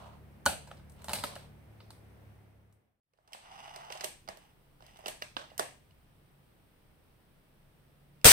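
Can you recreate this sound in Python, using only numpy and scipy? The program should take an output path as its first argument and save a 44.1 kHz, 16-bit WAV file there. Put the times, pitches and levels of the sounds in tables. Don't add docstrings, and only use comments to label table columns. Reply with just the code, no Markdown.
import sys
import numpy as np
from scipy import signal
from scipy.fft import rfft, irfft, next_fast_len
from scipy.io import wavfile
from scipy.ndimage import map_coordinates

SR = 44100
rng = np.random.default_rng(int(sys.argv[2]) if len(sys.argv) > 2 else 0)


def gain_from_db(level_db):
    decades = np.asarray(level_db, float) / 20
    return 10 ** decades


def file_out(sig):
    cols = np.atleast_2d(sig).T
    lim = np.clip(cols, -1, 1)
    pcm = np.round(lim * 32767).astype(np.int16)
    wavfile.write(sys.argv[1], SR, pcm)


N = 366894
TIME = np.arange(N) / SR
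GAP_START, GAP_END = 3.0, 3.032
NEAR_LAG, NEAR_PAN_DB = 2, -1.5
RIFLE_LAG = 18
KNOCK_THUD = (-12.5, 0.1)
BOLT_THUD = (-14, 0.74)
KNOCK_T60, LOCK_T60 = 0.025, 0.02


def unit(x):
    return x / np.sqrt(np.mean(x ** 2) + 1e-20)


def along(points, hz):
    f, v = np.transpose(points)
    return np.interp(np.log(hz + 1), np.log(f + 1), v)


def wobble(rate):
    knots = rng.standard_normal(int(N * rate / SR) + 4)
    return map_coordinates(knots, [np.arange(N) * rate / SR])


def filtered(x, response):
    n = x.shape[-1]
    m = next_fast_len(n + 4096)
    return irfft(rfft(x, m) * response(np.fft.rfftfreq(m, 1 / SR)), m)[..., :n]


def resonant(modes, scatter_db=0):
    db = scatter_db * rng.standard_normal(len(modes))

    def response(f):
        total = 0
        for k, (center, width, gain_db) in enumerate(modes):
            band = 1j * f * width
            total = total + (-1) ** k * gain_from_db(gain_db + db[k]) * band / (center * center - f * f + band)
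        return total
    return response


def by_take(near_db, far_db):
    return np.where(TIME > GAP_START, gain_from_db(far_db), gain_from_db(near_db))


# (frequency [Hz], likeness)
AIR_ALIKE = [(60, 1), (180, 0.56), (550, 0.33), (1650, -0.05), (4970, 0.032), (15000, 0.076)]


def air(spectrum, alike=AIR_ALIKE):
    def shape(hz):
        turn = np.arccos(np.clip(along(alike, hz), -1, 1)) / 2
        return gain_from_db(along(spectrum, hz)) * [np.cos(turn), np.sin(turn)]
    mid, side = filtered(rng.standard_normal((2, N)), shape)
    return unit(np.array([mid + side, mid - side]))


# (frequency [Hz], t60 [s])
ROOM_T60 = [(150, 0.57), (700, 0.29), (3000, 0.41), (9000, 0.36), (15000, 0.19)]
# (frequency [Hz], level [dB])
WALL_COLOUR = [(300, -2.7), (2000, -1.1), (6000, -1.5), (11000, 1.5), (15400, 0.5), (16000, -30.5)]


def echo(colour, first_s):
    hz, t, z = signal.stft(rng.standard_normal((2, SR // 3)), SR, nperseg=256)
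    decay_db = along(WALL_COLOUR, hz)[:, None] - 60 * t / along(ROOM_T60, hz)[:, None]
    tail = signal.istft(z * gain_from_db(decay_db), SR, nperseg=256)[1]
    rise = 1 - np.exp(-(np.arange(tail.shape[1]) / SR / first_s) ** 2)
    return rise * filtered(tail, colour) / np.linalg.norm(rise * tail[0])


def with_thud(events, thud, t60=None):
    thud_db, share = thud
    return [(s, db, thud_db + share * body, body, edge, *(own or [t60])) for s, db, body, edge, *own in events]


def contacts(events, modes, left_lag, pan_db, wet_db, first_s):
    out = np.zeros((2, N + SR))
    t = np.arange(3072) / SR
    wide = [resonant(sorted((c, w + 0.2 * c, g) for c, w, g in group)) for group in modes]
    sizes = [np.linalg.norm(filtered(1. * (t == 0), ring)) for ring in wide]
    for s, db, thud_db, body_db, edge_db, t60 in events:
        decay = gain_from_db(-60 * t / np.clip(t60, 0.002, 0.1))
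        chatter = rng.standard_normal(len(t)) * decay * (1 - np.exp(-t / 0.00012))
        chatter[0] = 0.6 * np.linalg.norm(chatter)
        rings = [filtered(chatter, resonant(group, scatter_db=2.5)) for group in modes]
        gains_db = (thud_db, body_db, 0, edge_db)
        rings = [gain_from_db(db + gain_db) * r / np.abs(r).max() for gain_db, r in zip(gains_db, rings)]
        at = round(s * SR)
        out[0, at + left_lag:][:len(t)] += gain_from_db(pan_db / 2) * sum(rings)
        out[1, at:][:len(t)] += gain_from_db(-pan_db / 2) * sum(rings)
        shares = [np.linalg.norm(r) / size for r, size in zip(rings, sizes)]
        tail = echo(lambda hz: np.sqrt(sum(np.abs(k * ring(hz)) ** 2 for k, ring in zip(shares, wide))), first_s)
        out[:, at:at + tail.shape[1]] += gain_from_db(wet_db) * tail
    return out[:, :N]


def strokes(rows, attack_s, release_db, middle_db, edge_db):
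    gains = np.zeros((3, N))
    for s, length, db, bright_db in rows:
        swell = np.clip((TIME - s) / attack_s, 0, 1) ** 2 * (TIME < s + 1)
        level = gain_from_db(db - release_db * np.clip(TIME - s - length, 0, 1))
        gains += swell * level * gain_from_db([[0], [middle_db + bright_db], [edge_db + bright_db]])
    return gains


def rubbing(gains, modes, left_lag, grain_db, pan_db, diffuse):
    out = np.zeros((2, N))
    grain = gain_from_db(grain_db * (wobble(350) + 0.6 * wobble(50) + 0.2 * wobble(14)))
    for gain, group in zip(gains, modes):
        noise = grain * rng.standard_normal((3, N))
        direct, left, right = unit(filtered(noise, resonant(group)))
        pair = np.array([np.roll(direct, left_lag) + diffuse * left, direct + diffuse * right])
        out += gain * unit(pair) * gain_from_db([[pan_db / 2], [-pan_db / 2]])
    return out


# (frequency [Hz], density [dB per Hz])
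HISS_NEAR = [(120, -34), (200, -1), (246, -4), (421, -4.5), (474, -5.5), (730, -7.5), (1070, -14),
             (2160, -16.5), (7000, -38), (9100, -66.5), (15400, -120)]
RUMBLE_NEAR = [(13, -43.5), (22, -7.5), (103, 6.5), (122, -6), (177, -9), (246, -19.5), (400, -25.5),
               (520, -47), (880, -120)]
HISS_FAR = [(120, -32), (200, -3), (360, -4.5), (600, -7), (1100, -11.5), (3200, -17.5), (5000, -25.5),
            (7000, -35.5), (9500, -45), (15000, -120)]
RUMBLE_FAR = [(13, -37), (22, 6), (43, -0.5), (81, 0), (139, 0), (184, -3), (205, -8.5), (400, -21.5),
              (520, -43.5), (880, -120)]
# (time [s], level on the rumble [dB])
HAND_SWAY = [(0, 1.5), (.5, -2), (1.2, 5), (1.6, 1), (2.3, -1)]


def background():
    sway = gain_from_db(np.interp(TIME, *np.transpose(HAND_SWAY)))
    near = sway * gain_from_db(-63.5 + wobble(9)) * air(RUMBLE_NEAR) + gain_from_db(-62.5) * air(HISS_NEAR)
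    far = gain_from_db(-66.5 + wobble(9)) * air(RUMBLE_FAR) + gain_from_db(-69) * air(HISS_FAR)
    return by_take(0, -140) * near + by_take(-140, 0) * far


# (time [s], shaft speed [Hz], level [dB], load [dB], lifts order 3 over the others)
IDLE = [(0, 35.8, -61.5, -1.5), (1, 36.48, -65.5, -3.5), (1.5, 36.26, -63, -3), (1.75, 35.3, -63.5, 4),
        (2.7, 34.07, -61, 2.5), (3.1, 35.86, -77.5, -1), (4.4, 35.03, -82, -8), (5.5, 34.4, -71, -0.5),
        (6.4, 35.5, -75.5, -1.5), (6.9, 35.1, -88, 2.2), (7.4, 34.81, -76.5, -3), (8.31, 35.57, -74.5, -7)]


def engine():
    s, *columns = np.transpose(IDLE)
    shaft, level_db, load_db = (np.interp(TIME, s, c) for c in columns)
    turn = 2 * np.pi * np.cumsum(shaft + 0.25 * wobble(9.3)) / SR
    near_db, far_db = (0.1, 0.4, -0.9, -6, -6), (-17, -1.8, 1.5, -9.5, -14)
    out = np.zeros((2, N))
    for order, near, far in zip(range(2, 7), near_db, far_db):
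        skew = rng.uniform(-0.4, 0.62) * np.array([[1], [-1]])
        gain = by_take(near, far) * gain_from_db(level_db + (load_db if order == 3 else -load_db))
        phase = order * turn + skew + rng.uniform(0, 2 * np.pi)
        out += np.sqrt(2) * gain * gain_from_db(1.5 * wobble(4.8)) * np.sin(phase)
    return out


# (start [s], length [s], level [dB], brightness [dB])
RUSTLE = [(-.1, 0.17, -52.5, -3), (.06, 0.072, -56.5, -3), (.5, .2, -68.5, 2), (.9, .18, -63.5, 4.5),
          (1.08, 0.24, -55, 2.5), (1.22, 0.23, -66, 9)]
# (frequency [Hz], width [Hz], level [dB])
RUSTLE_MODES = [
    [(584, 130, 0.9), (960, 350, 0.9), (1500, 600, -12)],
    [(2208, 900, -4), (2978, 750, 1), (4180, 870, -4.5)],
    [(5600, 4000, -2), (10500, 9000, 0.5)],
]


def rustle():
    gains = strokes(RUSTLE, attack_s=0.1, release_db=251.5, middle_db=-10, edge_db=-20)
    return rubbing(gains, RUSTLE_MODES, left_lag=2, grain_db=1.0, pan_db=-2.4, diffuse=5.5)


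# (time [s], peak [dB], body [dB], edge [dB])
THUDS = [
    (.708, -58, 3, -10),
    (0.7138, -45, 11, -16),
    (1.3624, -44, 8, -14),
]
# (frequency [Hz], width [Hz], level [dB])
THUD_MODES = [
    [(120, 40, -1), (260, 80, -3)],
    [(587, 90, .1), (824, 60, -2.5), (1280, 200, -9)],
    [(1650, 150, .1), (1930, 150, -4), (2500, 250, -3), (4100, 900, -12)],
    [(6500, 4000, -3), (11000, 4000, -3)],
]


def case_thuds():
    events = with_thud(THUDS, KNOCK_THUD, KNOCK_T60)
    return contacts(events, THUD_MODES, NEAR_LAG, NEAR_PAN_DB, wet_db=-5.5, first_s=0.004)


KNOCKS = [(.797, -58.5, 3, -13.5), (0.8974, -64.5, -13, 18), (0.9204, -68.5, -12.5, 17.5),
          (0.9924, -61, -3, -1), (1.0196, -55, -1, 9), (1.0435, -47, 4.5, 14), (1.0835, -35.5, 2.3, 1.3),
          (1.142, -35, -6, 1.1), (1.158, -34, -5, 2.7), (1.1161, -44.5, 4, 10), (1.1332, -25, -4, 7.5),
          (1.238, -27.5, 2.5, 4), (1.3546, -42.5, -3, 5), (1.0937, -33, 4.5, 4), (1.1005, -42, 6, -8),
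          (1.1088, -43, 7, -8), (1.1545, -35, -2.5, 1.5), (1.1475, -38, -4, 3), (1.168, -40, -4, 4),
          (1.197, -41, -4, 3), (1.245, -36, -3, 3), (1.2305, -48, 3, -3), (1.804, -47.5, -4, -28),
          (1.9051, -46.5, -2, 4), (2.7258, -66, 3.5, 19.5)]
# (time [s], peak [dB], body [dB], edge [dB], chatter t60 [s])
RATTLES = [
    (0.674, -54, 6, 6, 0.12),
    (0.771, -56, -5, -1, 0.09),
    (1.082, -46.5, -7, -2, .072),
    (1.1506, -35, -6, -1.5, 0.12),
    (1.186, -34.5, -6, -3.5, .04),
]
# (frequency [Hz], width [Hz], level [dB])
KNOCK_MODES = [
    [(78, 18, -1), (231, 51, -6.5)],
    [(585, 74, 3), (865, 170, 3.5), (1570, 240, -8.5), (1250, 60, -3), (807, 40, 3)],
    [(2060, 310, -2), (2840, 410, 0), (4070, 520, 0.5), (5100, 250, -2.5), (3050, 50, 1.5)],
    [(5540, 5300, -5.5), (11300, 3000, 6)],
]


def knocks():
    events = with_thud(KNOCKS, KNOCK_THUD, KNOCK_T60) + with_thud(RATTLES, KNOCK_THUD)
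    return contacts(events, KNOCK_MODES, NEAR_LAG, NEAR_PAN_DB, wet_db=-5, first_s=0.003)


# (time [s], peak [dB], body [dB], edge [dB], chatter t60 [s])
BLOW = [
    (0.456, -36, 3, 12, 0.05),
    (0.4614, -20, 5, 4.5, .015),
    (0.4672, -23.5, -1.5, -2.5, .02),
    (.474, -28, -3, -2.5, .025),
    (.4865, -36, -2.5, 1.5, .06),
    (.5, -36, -8, 1.5, .1),
    (.52, -38, -6, .1, .1),
]
# (frequency [Hz], width [Hz], level [dB])
BLOW_MODES = [
    [(78, 18, -1), (231, 51, -6.5)],
    [(576, 40, .1), (950, 500, -6), (829, 35, 4), (1460, 45, -1.5), (1600, 300, -12)],
    [(2370, 60, -2.5), (2990, 70, .1), (3630, 60, -4), (3800, 80, -1.5), (4450, 220, -3), (5480, 80, -8),
     (5900, 60, -8)],
    [(6200, 2000, -4), (9200, 3000, 5), (13000, 4000, 1.5)],
]


def heavy_blow():
    events = with_thud(BLOW, KNOCK_THUD)
    return contacts(events, BLOW_MODES, NEAR_LAG, NEAR_PAN_DB, wet_db=-6, first_s=0.004)


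# (start [s], length [s], level [dB], brightness [dB])
SLIDE = [(3.14, 0.24, -57.5, -4.5), (3.3, .14, -57, -1.5), (3.36, 0.34, -52, 1.5), (3.6, .24, -54, -1.5),
         (3.72, 0.32, -51.5, -3.5), (4.33, .09, -55, 3), (4.785, .07, -51, 8.5), (4.87, 0.1, -58, 3),
         (4.94, .12, -53.5, 2.5), (5.38, 0.1, -59.5, 3), (5.48, 0.07, -62.5, -17)]
# (frequency [Hz], width [Hz], level [dB])
SLIDE_MODES = [
    [(630, 30, -5), (800, 170, 0.1), (1410, 500, -11)],
    [(1960, 250, -2.5), (2870, 260, .1), (3500, 500, -8), (5000, 320, -11), (5710, 250, -15),
     (6230, 300, -16)],
    [(8300, 3500, 0.1), (12500, 4000, -6)],
]


def bolt_slide():
    gains = strokes(SLIDE, attack_s=0.1749, release_db=226.5, middle_db=-6, edge_db=-22.5)
    return rubbing(gains, SLIDE_MODES, RIFLE_LAG, grain_db=2.1, pan_db=-2.0, diffuse=0.91)


# (time [s], peak [dB], body [dB], edge [dB])
DRAW_CLICKS = [(3.1354, -49.5, 1.2, -13.5), (3.1752, -57, -1, -10), (3.1864, -62.5, 19, -10.5),
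               (3.2764, -46, 0, -4), (3.322, -44, 1, -3), (3.3321, -27.5, -27, -2.5),
               (3.3469, -48.5, 17.5, -21), (3.7399, -53, -17, -14), (3.7608, -39, -2.5, -12),
               (3.8477, -50, -1, -14), (3.9025, -41, 4, -12), (3.9231, -33, -12, -12),
               (3.9514, -47, 6, -12), (3.9739, -42, -12, -19), (3.998, -46, -14, -15),
               (4.0089, -31.5, -9, -23), (4.038, -40.5, 8.5, -11), (4.277, -42, -0.5, -26),
               (4.372, -53, 5, 5.5)]
# (time [s], peak [dB], body [dB], edge [dB])
LOCK_CLICKS = [(4.806, -60, 13, -20.5), (4.823, -52, 5, -12), (4.865, -53, -4, 0), (4.971, -55, -12, 4),
               (4.99, -59, 12, 7), (5.04, -60, 14, -30), (5.069, -46, 8, 9), (5.0818, -33, 1.5, 4),
               (5.086, -40, 1.5, 3), (5.217, -52, 3, -3), (5.5164, -66, 20, -12),
               (5.579, -40.5, -10.5, 13.5), (5.591, -44, 6, 3), (8.2141, -55, -21, -20)]
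# (time [s], peak [dB], body [dB], edge [dB])
SLAMS = [
    (4.0432, -27, -8, 3.5),
    (4.2873, -36, 4, -10),
    (5.0594, -29, -2.5, -10),
    (5.5948, -25, 4.5, .1),
]
# (frequency [Hz], width [Hz], level [dB])
BOLT_MODES = [
    [(196, 38, -4), (373, 81, 2.5), (503, 130, .1)],
    [(545, 90, 1), (870, 450, 0.5), (1598.5, 620, -7.5), (1660, 9.1, -2.5), (616.2, 24, 9.5)],
    [(1950, 260, -1.5), (2850, 340, 5.5), (4130, 1900, -4), (2890, 50, -1.7), (5000, 450, -7)],
    [(7500, 6300, -0.5), (14500, 7600, -3.5)],
]


def bolt_clicks():
    events = with_thud(DRAW_CLICKS, BOLT_THUD, t60=0.027)
    events += with_thud(LOCK_CLICKS, BOLT_THUD, LOCK_T60)
    events += with_thud(SLAMS, thud=(-11, 0.28), t60=0.026)
    return contacts(events, BOLT_MODES, RIFLE_LAG, pan_db=-6.0, wet_db=-4.5, first_s=0.0059)


# (time [s], peak [dB], body [dB], edge [dB])
SEAR = [
    (5.2218, -25, -3, -7),
    (5.503, -50, -10, -10),
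    (5.9085, -56, -24, -27),
]
# (frequency [Hz], width [Hz], level [dB])
SEAR_MODES = [
    [(293, 100, .1)],
    [(610, 20, 16), (950, 410, 12.5), (1670, 15, 12)],
    [(2200, 300, -1.5), (4300, 1500, -9), (2820, 135, 6), (2960, 95, 4.6)],
    [(6300, 8400, 6), (13000, 7100, 4)],
]


def sear_catch():
    events = with_thud(SEAR, BOLT_THUD, LOCK_T60)
    return contacts(events, SEAR_MODES, RIFLE_LAG, pan_db=-2.0, wet_db=-10.5, first_s=0.0085)


# (time [s], peak [dB], body [dB], edge [dB], chatter t60 [s] where it rattles)
HANDLE = [
    (5.3666, -26, 0.14, -11),
    (5.371, -42, 11, -20),
    (5.392, -53, 13, -20, .1),
    (5.415, -53, 13, -20, .1),
    (5.44, -57, 13, -20, .1),
]
# (frequency [Hz], width [Hz], level [dB])
HANDLE_MODES = [
    [(248, 105, .1)],
    [(560, 120, 1.5), (1100, 420, .1), (1650, 320, -1.4)],
    [(3100, 900, 2.8), (4000, 2100, -3)],
    [(6200, 2400, 6), (11700, 6200, -19)],
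]


def handle_turn():
    events = with_thud(HANDLE, BOLT_THUD, LOCK_T60)
    return contacts(events, HANDLE_MODES, RIFLE_LAG, pan_db=-6.0, wet_db=-8.5, first_s=0.0079)


def air_push():
    t = np.clip(TIME - 8.2532, 0, 1)
    return -2 * gain_from_db(-14 - 60 * t / 0.028) * np.sin(2 * np.pi * 95 * t)


# (time [s], crackle [dB], thump [dB], t60 [s])
SHOT = [
    (8.2437, -22, -31, .02),
    (8.2451, -13.5, -27, 0.038),
    (8.2525, -13, -14, 3),
    (8.263, -27, -20.5, 0.047),
]
# (frequency [Hz], density [dB per Hz])
BURST_COLOUR = [(350, -34), (600, -10.5), (1380, -6.5), (1560, -4), (2960, -4.5), (3400, -6), (5150, -7.5),
                (6700, -10), (8480, -8.5), (11700, -10.5), (15200, -9), (15800, -17.5), (16500, -33.5)]
THUMP_COLOUR = [(15, -27.5), (25, -7), (54, -2), (128, -5.5), (361, -10), (462, 1.5), (620, -9),
                (1000, -12.5), (1300, -42), (2200, -120)]
# (frequency [Hz], likeness)
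BOOM_ALIKE = [(40, 0.98), (130, 0.48), (300, 0.63), (700, 0)]


def shot():
    flutter = gain_from_db(0.4 * wobble(900) + 0.74 * wobble(120))
    crackle = unit(flutter * air(BURST_COLOUR)) * gain_from_db([[0.6], [-0.6]])
    thump = air(THUMP_COLOUR, BOOM_ALIKE)
    out = np.zeros((2, N))
    for s, crackle_db, thump_db, t60 in SHOT:
        t = np.clip(TIME - s, 0, 1)
        rise = 1 - np.exp(-t / 0.0004)
        out += rise * gain_from_db(crackle_db - 60 * t / t60) * crackle
        out += rise * gain_from_db(thump_db - 60 * t / min(t60, 0.052)) * thump
        out += rise * gain_from_db(thump_db - 14.5 - 60 * t / t60) * thump
    return out


def scene():
    room = background() + engine()
    camera = rustle() + case_thuds() + knocks() + heavy_blow()
    rifle = bolt_slide() + bolt_clicks() + sear_catch() + handle_turn()
    return room + camera + rifle + air_push() + shot()


# (frequency [Hz], width [Hz], level [dB])
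PORTS = [
    [(8400, 850, 9), (6900, 900, -4)],
    [(6000, 1500, 1.5), (7000, 1200, -5), (8300, 1500, -30)],
]


def microphone_ports(dry):
    left, right = (resonant(port) for port in PORTS)
    return filtered(dry, lambda hz: 1 + np.array([left(hz), right(hz)]))


# (frequency [Hz], density [dB per Hz])
CIRCUIT = [(3000, -30), (6500, -18), (8200, 0), (10500, -1.5), (13000, -2.5), (15500, 3), (16000, -11),
           (16500, -60.5)]


def circuit_hiss():
    return by_take(-76.5, -77.5) * air(CIRCUIT)


def fade():
    fade_out = np.interp(TIME, (2.27, 3.08), (1, 0)) ** 1.45
    fade_in = np.interp(TIME, (2.986, 3.6), (0, 1)) ** 1.75
    return (TIME < GAP_START) * fade_out + (TIME > GAP_END) * fade_in


def low_pass(x):
    return signal.sosfilt(signal.butter(12, 16650, fs=SR, output="sos"), x)


# (frequency [Hz], level [dB])
BAND_LIMIT = [(16000, 0), (16700, -30)]


def record(dry):
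    x = microphone_ports(dry) + circuit_hiss()
    x = x / (1 + np.abs(x / 0.7) ** 5) ** (1 / 5)
    mix = fade() * filtered(x, lambda hz: gain_from_db(along(BAND_LIMIT, hz)))
    return low_pass(mix)


dry = scene()
out = record(dry)
file_out(out)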